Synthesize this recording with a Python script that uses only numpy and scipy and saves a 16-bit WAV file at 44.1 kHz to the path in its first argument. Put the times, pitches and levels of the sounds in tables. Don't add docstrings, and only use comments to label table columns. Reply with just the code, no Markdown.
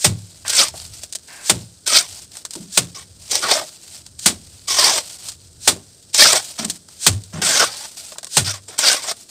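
import sys
import numpy as np
from scipy import signal
from scipy.io import wavfile

SR = 44100
rng = np.random.default_rng(int(sys.argv[2]) if len(sys.argv) > 2 else 0)


def inscribe(sig):
    pcm = np.round(np.clip(np.atleast_2d(sig).T, -1, 1) * 32767)
    wavfile.write(sys.argv[1], SR, pcm.astype(np.int16))


N = 410130


def amp(db):
    return 10 ** (np.asarray(db) / 20)


def unit_rms(x):
    return x / np.sqrt(np.mean(x ** 2) + 1e-20)


def add(mix, start_s, sound):
    part = mix[max(round(start_s * SR), 0):][:len(sound)]
    part += sound[:len(part)]


def colour(x, spectrum, size=4096):
    hz, db = np.transpose(spectrum)
    bin_hz = abs(np.fft.fftfreq(size, 1 / SR))
    gain = amp(np.interp(np.log(bin_hz + 1), np.log(hz + 1), np.maximum(db, -90)))
    response = np.exp(np.conj(signal.hilbert(np.log(gain))))
    taps = np.fft.ifft(response).real[:size // 2]
    return signal.oaconvolve(x, taps / np.linalg.norm(taps))[:len(x)]


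def wander(count, rms_db, rate_hz):
    knots = rng.standard_normal(6000)
    curve = np.interp(np.arange(count) / SR * rate_hz, np.arange(len(knots)), knots)
    return amp(rms_db * unit_rms(curve))


def grains(count, per_s, spread_db):
    size = amp(spread_db * np.minimum(rng.exponential(1, count), 4))
    return unit_rms(size * rng.choice([-1, 1], count) * (rng.random(count) < per_s / SR))


def resonate(x, hz, width_hz):
    carrier = np.exp(2j * np.pi * np.cumsum(hz * np.ones(len(x))) / SR)
    pole = np.exp(-np.pi * width_hz / SR)
    return 2 * (carrier * signal.lfilter([1 - pole], [1, -pole], x / carrier + 1e-18)).real


# (time [s], relative level [dB])
DRONE_LEVELS = [(0, -60), (.9, -45.5), (1.3, -67), (2.2, -49.5), (2.4, -64), (3.2, -49.5), (3.7, -64),
                (4.1, -51.5), (4.65, -49.5), (5.15, -59), (5.5, -48.5), (6, -59.5), (6.9, -61),
                (9.3, -65.5)]
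# (frequency [Hz], level [dB])
DRONE_SPECTRUM = [(15, -66), (25, -17.5), (64, -6), (80, 5), (190, -13), (241, -36.5), (270, -16),
                  (300, -37), (390, -55.5), (660, -120)]
# (frequency [Hz], level [dB])
AIR_SPECTRUM = [(88, -9.5), (150, 2.5), (403, -2), (572, -6), (984, -18), (1540, -13.5), (2750, -34),
                (4920, -7), (6840, -20.5), (8470, -3), (10300, -25), (15400, -28)]


def site():
    drone_db = np.interp(np.arange(N) / SR, *np.transpose(DRONE_LEVELS)) + 1.5
    drone = amp(drone_db) * colour(rng.standard_normal(N), DRONE_SPECTRUM)
    return drone + amp(-54.5) * colour(rng.standard_normal(N), AIR_SPECTRUM)


# (frequency [Hz], relative level [dB], t60 [s])
ALCOVE_MODES = [(98, 0, .68), (124, -11, .4), (173, 3, .5), (207, -1, .35), (252, -6, .35), (286, -4, .3)]


def alcove(x):
    t = np.arange(SR * 3 // 4) / SR
    echo_decay = np.exp(-t / 0.0086) + 0.095 * np.exp(-t / 0.037)
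    echoes = grains(len(t), per_s=1800, spread_db=2) * (t > .002) * echo_decay
    tail_spectrum = [(40, -20.5), (100, 13), (300, -11.5), (700, -11.5), (2000, -49)]
    tail = colour(rng.standard_normal(len(t)), tail_spectrum) * np.exp(-t / 0.06)
    boom = sum(amp(db - 60 * t / t60_s) * np.cos(2 * np.pi * hz * t) for hz, db, t60_s in ALCOVE_MODES)
    room = amp(-16.5) * echoes / np.linalg.norm(echoes) + amp(-25) * tail / np.linalg.norm(tail)
    return x + signal.oaconvolve(x, room + amp(-63) * boom)[:N]


def bubbles():
    out, t = np.zeros(N), np.arange(SR // 100) / SR
    for hz in np.geomspace(4400, 9000, num=14):
        tick = np.sin(2 * np.pi * hz * t) * np.exp(-t * hz / 3.2)
        out += signal.oaconvolve(grains(N, per_s=9, spread_db=2.4), tick)[:N]
    return unit_rms(out)


# (frequency [Hz], level [dB])
CLOTH_SPECTRUM = [(150, -29.5), (250, -16), (359, -11), (434, -18), (624, -6), (977, -10.5), (1120, -15),
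                  (1400, -9.5), (1580, -14), (4700, 0), (6410, -3.5), (8300, 2.5), (10200, -9),
                  (15400, -18)]
# (frequency [Hz], level [dB])
GRIT_SPECTRUM = [(290, -67), (500, -22.5), (1180, -24.5), (1600, -15.5), (2070, -19.5), (3780, -6.5),
                 (4120, -4), (6720, -4.5), (8450, 0), (10500, -17), (15400, -23.5)]
# (start [s], length [s], level [dB])
MOVEMENTS = [(0.136, 0.2, -54.5), (0.29, 0.24, -49.5), (0.719, 0.19, -36.5), (0.894, 0.18, -39.5),
             (1.22, 0.4, -43), (1.553, 0.13, -49.5), (2.059, 0.2, -37.5), (2.304, 0.13, -41.5),
             (2.504, 0.16, -40), (3.178, 0.33, -41), (3.57, 0.21, -41), (3.757, 0.19, -45.5),
             (3.909, 0.12, -39), (4.327, 0.51, -49), (4.975, 0.2, -35.5), (5.168, 0.19, -37),
             (6.358, 0.24, -34), (6.652, 0.13, -36.5), (6.902, 0.085, -47), (7.204, 0.12, -51.5),
             (7.675, 0.25, -36), (7.913, 0.25, -35.5), (9.118, 0.14, -45), (9.285, 0.1, -37.5)]


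def rustle():
    swell = np.zeros(N)
    for start_s, length_s, db in MOVEMENTS:
        arch = np.sin(np.pi * np.arange(0, length_s, 1 / SR) / length_s)
        add(swell, start_s, amp(db) * abs(arch) ** 0.63)
    crackle = colour(grains(N, per_s=7000, spread_db=2.5), CLOTH_SPECTRUM)
    fizz = bubbles()
    swishes = swell * (.85 * crackle + .35 * fizz)
    grit = colour(grains(N, per_s=5000, spread_db=2.8), GRIT_SPECTRUM)
    settling = amp(-53.5) * (grit + 0.65 * crackle + 0.45 * fizz)
    ticks = amp(-62) * colour(grains(N, per_s=15, spread_db=6.5), GRIT_SPECTRUM)
    return (swishes + settling) * wander(N, rms_db=2.3, rate_hz=100) + ticks


# (frequency [Hz], width [Hz], gain [dB])
BLADE_MODES = [(810, 580, -3.5), (1400, 90, -12), (1560, 76, 5), (1750, 130, 3), (2190, 360, -2),
               (2620, 110, -0.5)]
# (time [s], level [dB], decay [s])
BLADE_TOUCHES = [(0.449, -31, 0.039), (1.283, -42.5, 0.62)]


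def blade():
    out, t = np.zeros(N), np.arange(SR // 4) / SR
    for start_s, db, decay_s in BLADE_TOUCHES:
        ring = sum(amp(mode_db) * resonate(grains(len(t), per_s=1400, spread_db=0), hz, width_hz)
                   for hz, width_hz, mode_db in BLADE_MODES)
        add(out, start_s, amp(db) * unit_rms(ring) * np.exp(-t / decay_s))
    return out


# (time [s], level [dB], pitch [Hz])
LUMP_DROPS = [(0.74, -30.5, 664), (2.555, -32.5, 287), (2.6, -33, 188), (3.319, -42, 417),
              (3.612, -20.5, 625), (6.594, -27.5, 227), (6.649, -29, 212), (7.337, -28.5, 154),
              (7.381, -29.5, 188), (8.157, -36, 920), (8.689, -40, 430), (9.039, -24.5, 850)]


def plops():
    out, t = np.zeros(N), np.arange(SR // 4) / SR
    for start_s, db, hz in LUMP_DROPS:
        clicks = grains(len(t), per_s=2500, spread_db=1.5)
        pat = resonate(resonate(clicks, hz, width_hz=hz), hz, width_hz=hz)
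        ring = resonate(pat, hz, width_hz=0.08 * hz)
        lump = unit_rms(unit_rms(pat) + amp(-2) * unit_rms(ring))
        envelope = (1 - np.exp(-t / 0.0019)) * np.exp(-t * hz / 8)
        add(out, start_s, amp(db) * envelope * lump)
    return out


# (frequency [Hz], level [dB])
PASTE_SPECTRUM = [(71, -33.5), (120, -13), (226, -11), (275, -7), (314, -7), (561, 2.5), (925, -1.5),
                  (1670, -1.5), (1940, -0.5), (2240, -8.5), (2800, -5.5), (3640, -7), (6160, -120)]
# (time [s], treble peak [dB], body gain [dB])
CRUMB_HITS = [(0.479, -5.5, -53), (0.4958, -4, -34), (0.5998, -16, -21), (0.683, -6.5, -45),
              (0.9683, -25, -60), (1.1914, -30, -55), (1.0332, -13.5, -40.5), (1.1247, -13, -59),
              (1.15, -9, -40), (1.8722, 0, -32), (2.219, -27, -69), (2.2364, -46, -66), (2.3514, -23, -42),
              (2.368, -14.5, -42.5), (2.4495, -8.5, -33), (2.507, -16, -60), (2.534, -13.5, -48),
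              (2.553, -15, -38), (3.3114, -4, -44), (3.3525, 0.5, -34), (3.5129, -5, -17.5),
              (4.0626, -20, -51), (4.19, -13.5, -54), (5.128, -23, -65), (5.2852, -12.5, -41),
              (5.318, -21, -48), (6.1437, -1, -24.5), (6.1778, -1, -43), (6.196, -16, -41),
              (6.3284, 3, -17), (6.6459, -5, -30), (6.6982, -6, -32), (6.8844, -25, -46.5),
              (7.236, -21, -58), (7.418, -11, -26.5), (7.447, 0, -35), (8.1188, -19.5, -35),
              (8.182, -12.5, -36), (8.2291, -18.5, -35.5), (8.2437, -13.5, -41), (8.2674, -19.5, -41),
              (8.7886, 4.5, -24), (9.112, -9, -26)]


def crumbs():
    out, t = np.zeros(N), np.arange(SR // 8) / SR
    burst = np.minimum(t / 0.0011, 1) * np.exp(-np.maximum(t - .003, 0) / 0.0061)
    for start_s, treble_db, body_db in CRUMB_HITS:
        treble = colour(burst * grains(len(t), per_s=10000, spread_db=6.5), GRIT_SPECTRUM)
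        clicks = burst * grains(len(t), per_s=4400, spread_db=-1.5)
        pocket = resonate(clicks, hz=rng.uniform(550, 1200), width_hz=140)
        body = .75 * colour(clicks, PASTE_SPECTRUM) + amp(13) * pocket
        add(out, start_s, amp(treble_db) * treble / abs(treble).max() + amp(body_db) * body)
    return out


# (start [s], length [s], level [dB], starting pitch [Hz])
AIR_GULPS = [(0.593, 0.054, -25.5, 1400), (1.94, 0.058, -28, 1610), (3.42, 0.059, -23.5, 1590),
             (3.505, 0.035, -21, 830), (4.855, 0.076, -22, 1150), (6.24, 0.033, -15, 1600),
             (6.32, 0.052, -19, 820), (7.593, 0.059, -13.5, 1480)]


def gulps(sink_octaves_per_s=8):
    out = np.zeros(N)
    for start_s, length_s, db, start_hz in AIR_GULPS:
        t = np.arange(0, length_s, 1 / SR)
        paste = colour(grains(len(t), per_s=2500, spread_db=2), PASTE_SPECTRUM)
        hollow_hz = start_hz * 2 ** (-sink_octaves_per_s * t)
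        hollow = resonate(resonate(paste, hollow_hz, width_hz=170), hollow_hz, width_hz=600)
        gulp = unit_rms(unit_rms(hollow) + amp(0.5) * unit_rms(paste))
        add(out, start_s, amp(db) * np.sin(np.pi * t / length_s) * gulp)
    return out


def squelch(pocket_hz):
    count = len(pocket_hz)
    paste = colour(grains(count, per_s=2500, spread_db=4.5), PASTE_SPECTRUM)
    hz = pocket_hz * wander(count, rms_db=.5, rate_hz=35)
    clicks = grains(count, per_s=1500, spread_db=2.5)
    first = resonate(resonate(clicks, hz, width_hz=110), hz, width_hz=400)
    second = resonate(paste, 1.915 * hz, width_hz=350)
    wet = unit_rms(unit_rms(paste) + amp(-.5) * unit_rms(first) + amp(-9) * unit_rms(second))
    return wet * unit_rms(wander(count, rms_db=2, rate_hz=47.8))


# (frequency [Hz], level [dB])
SAND_SPECTRUM = [(1290, -39.5), (2200, -2), (2830, -8), (3120, -2), (3500, 0), (4090, -1.5), (4970, 1.5),
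                 (5810, 0), (6780, -4.5), (8660, 0), (10400, -16), (14800, -17.5), (15400, -27)]


def grind(effort_db, centre_hz, octaves_per_db=0.12):
    count = len(effort_db)
    sand = colour(grains(count, per_s=6500, spread_db=3), SAND_SPECTRUM)
    squeal_hz = centre_hz * 2 ** (-octaves_per_db * effort_db) * wander(count, rms_db=.8, rate_hz=35)
    squeal = resonate(sand, squeal_hz, width_hz=700)
    return unit_rms(unit_rms(sand) + amp(-5.5 + .5 * effort_db) * unit_rms(squeal))


# (start [s], bite [s], push [s], ease [s], sand level [dB], paste level [dB],
# effort at contact [dB], effort at lift-off [dB], pocket pitch [Hz], grind centre at 0 dB effort [Hz])
SCOOP_STROKES = [ (0.452, 0.012, 0.14, 0.088, -10.5, -20.5, -21, -17, 1453, 4550),
                 (1.858, 0.0083, 0.11, 0.087, -11, -20.5, -11.5, -22, 1394, 4860),
                 (2.943, 0.012, 0.01, 0.081, -33.5, -42, 3, -10, 1250, 5840),
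                 (3.294, 0.018, 0.075, 0.065, -21, -31.5, -1.5, -9.5, 477, 5900),
                 (3.412, 0.012, 0.033, 0.058, -21.5, -26, -4.5, 0.5, 1220, 4730),
                 (3.5, 0.0061, 0.019, 0.12, -14.5, -19, -2.5, -21.5, 760, 3950),
                 (4.67, 0.022, 0.035, 0.066, -17, -30.5, -5.5, -2.5, 1065, 5970),
                 (4.766, 0.0058, 0.028, 0.19, -13, -20.5, -2.5, -5, 1110, 4850),
                 (6.129, 0.021, 0.021, 0.026, -15, -36, -5.5, -2.5, 970, 6240),
                 (6.179, 0.004, 0.038, 0.16, -7.5, -16.5, -5, -10, 1690, 3880),
                 (6.575, 0.0057, 0.021, 0.043, -24.5, -26.5, -12.5, -8, 676, 4700),
                 (7.323, 0.0078, 0.019, 0.09, -40, -34.5, -7, -6.5, 544, 6070),
                 (7.415, 0.006, 0.22, 0.039, -15, -21, -3, -13.5, 1440, 5580),
                 (7.67, 0.0064, 0.19, 0.019, -37.5, -43, 4.5, -25, 859, 5700),
                 (8.443, 0.0047, 0.038, 0.074, -24, -31.5, -2.5, -5.5, 1416, 4970),
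                 (8.678, 0.0054, 0.0081, 0.082, -36, -41, 0, -10.5, 890, 7700),
                 (8.778, 0.0062, 0.11, 0.12, -12.5, -19.5, -6, -18.5, 1600, 4850),
                 (9.02, 0.0033, 0.097, 0.0096, -24, -32.5, -6.5, -15, 756, 5220), ]


def scoops(lift_decay_s=0.017, fill_s=0.11, mean_sink_octaves_per_s=6.64):
    out = np.zeros(N)
    for (start_s, bite_s, push_s, ease_s, sand_db, paste_db,
         contact_db, lift_db, pocket_hz, grind_hz) in SCOOP_STROKES:
        length_s = push_s + ease_s
        t = np.arange(0, length_s + 5 * lift_decay_s, 1 / SR)
        push_left = np.maximum(1 - t / push_s, 0)
        easing = np.clip((t - push_s) / ease_s, 0, 1)
        effort_db = contact_db * push_left + lift_db * easing ** 1.25
        contact = np.minimum(t / bite_s, 1) * np.exp(-np.maximum(t - length_s, 0) / lift_decay_s)
        unfilled_db = -4 * np.exp(-t / fill_s) * push_left
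        sink_octaves = mean_sink_octaves_per_s * ease_s * easing ** 1.72
        slips = wander(len(t), rms_db=1.9, rate_hz=130) * wander(len(t), rms_db=1, rate_hz=42.1)
        sand = amp(sand_db + effort_db) * grind(effort_db, grind_hz)
        paste = amp(paste_db + 1.04 * effort_db + unfilled_db) * squelch(pocket_hz / 2 ** sink_octaves)
        stroke = contact * unit_rms(slips) * (sand + paste)
        delay_s = .0031 * wander(len(t), rms_db=1.3, rate_hz=7.13)
        reflection = np.interp(t - delay_s, t, stroke)
        add(out, start_s, .9 * stroke + .4 * reflection)
    return out


# (time [s], crack level [dB], crack decay [s], hiss level [dB],
# slop level [dB], thud level [dB], thud rise [s], thud end pitch [Hz])
WALL_HITS = [(0.043, -4.5, 0.015, -24.5, -26, -18.5, 0.034, 104),
             (1.4950, -3.5, 0.01, -24, -25, -29, 0.044, 105),
             (2.7728, -3, 0.0098, -26, -30, -30, 0.036, 116.6),
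             (4.258, -5, 0.019, -29, -28, -31, 0.033, 225.4),
             (5.6744, -3.5, 0.016, -28, -24, -33, 0.0073, 193),
             (7.0643, -1, 0.011, -21.5, -26.5, -20.5, 0.035, 93),
             (8.367, -5.5, 0.018, -23.5, -29.5, -21, 0.03, 98)]


def thuds():
    out, t = np.zeros(N), np.arange(SR // 3) / SR
    slop_spectrum = [(20, -40), (70, 0.5), (120, -7), (175, 2), (280, 0.5), (520, -6),
                     (1100, -15.5), (3000, -53.5)]
    slop_envelope = (1 - np.exp(-t / 0.0036)) * np.exp(-t / 0.044)
    for start_s, *_, slop_db, thud_db, rise_s, end_hz in WALL_HITS:
        hz = (end_hz + 170 * np.exp(-t / 0.0155)) * wander(len(t), rms_db=1.58, rate_hz=219)
        swell = (t / rise_s) ** 2 * np.exp(2 * (1 - t / rise_s))
        thud = swell * np.sin(2 * np.pi * np.cumsum(hz) / SR)
        lumps = colour(grains(len(t), per_s=900, spread_db=-1.5), slop_spectrum)
        hollow = unit_rms(resonate(lumps, hz=230 + 450 * np.exp(-t / 0.038), width_hz=130))
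        slop = slop_envelope * (lumps + amp(-8) * hollow)
        add(out, start_s, amp(thud_db) * thud + amp(slop_db) * slop)
    return out


# (frequency [Hz], level [dB])
SPLAT_SPECTRUM = [(88, -45.5), (150, -20), (388, -8.5), (550, -4), (668, -9), (811, -3), (965, -8),
                  (1450, -5), (1600, -7), (3090, -4.5), (3470, -1), (6210, -2.5), (8640, 2), (10500, -13),
                  (15400, -19.5)]


def splats():
    out, t = np.zeros(N), np.arange(SR // 3) / SR
    for hit_s, crack_db, decay_s, hiss_db, *_ in WALL_HITS:
        envelope = np.minimum(t / 0.0032, 1) * np.exp(-np.maximum(t - .004, 0) / decay_s)
        spatter = amp(-17.5) * np.exp(-t / 0.036) * grains(len(t), per_s=3400, spread_db=5)
        crack = envelope * grains(len(t), per_s=14000, spread_db=2.5)
        add(out, hit_s, amp(crack_db) * colour(crack + spatter, SPLAT_SPECTRUM))
        lead_in_s = np.arange(-min(hit_s, .12), .003, 1 / SR)
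        hiss = colour(grains(len(lead_in_s), per_s=12000, spread_db=1.9), GRIT_SPECTRUM)
        add(out, hit_s + lead_in_s[0], amp(hiss_db) * hiss * np.exp(-(lead_in_s / 0.046) ** 2))
    return out


def scene():
    work = scoops() + gulps() + splats() + thuds() + plops() + crumbs() + blade() + rustle()
    return (alcove(work) + site())[None]


def record(dry):
    cutoff_hz = 15600
    lowpass = signal.firwin(511, cutoff_hz, window=("kaiser", 9), fs=SR)
    return signal.oaconvolve(np.clip(dry, -1, 1), lowpass[None], "same")


dry = scene()
out = record(dry)
inscribe(out)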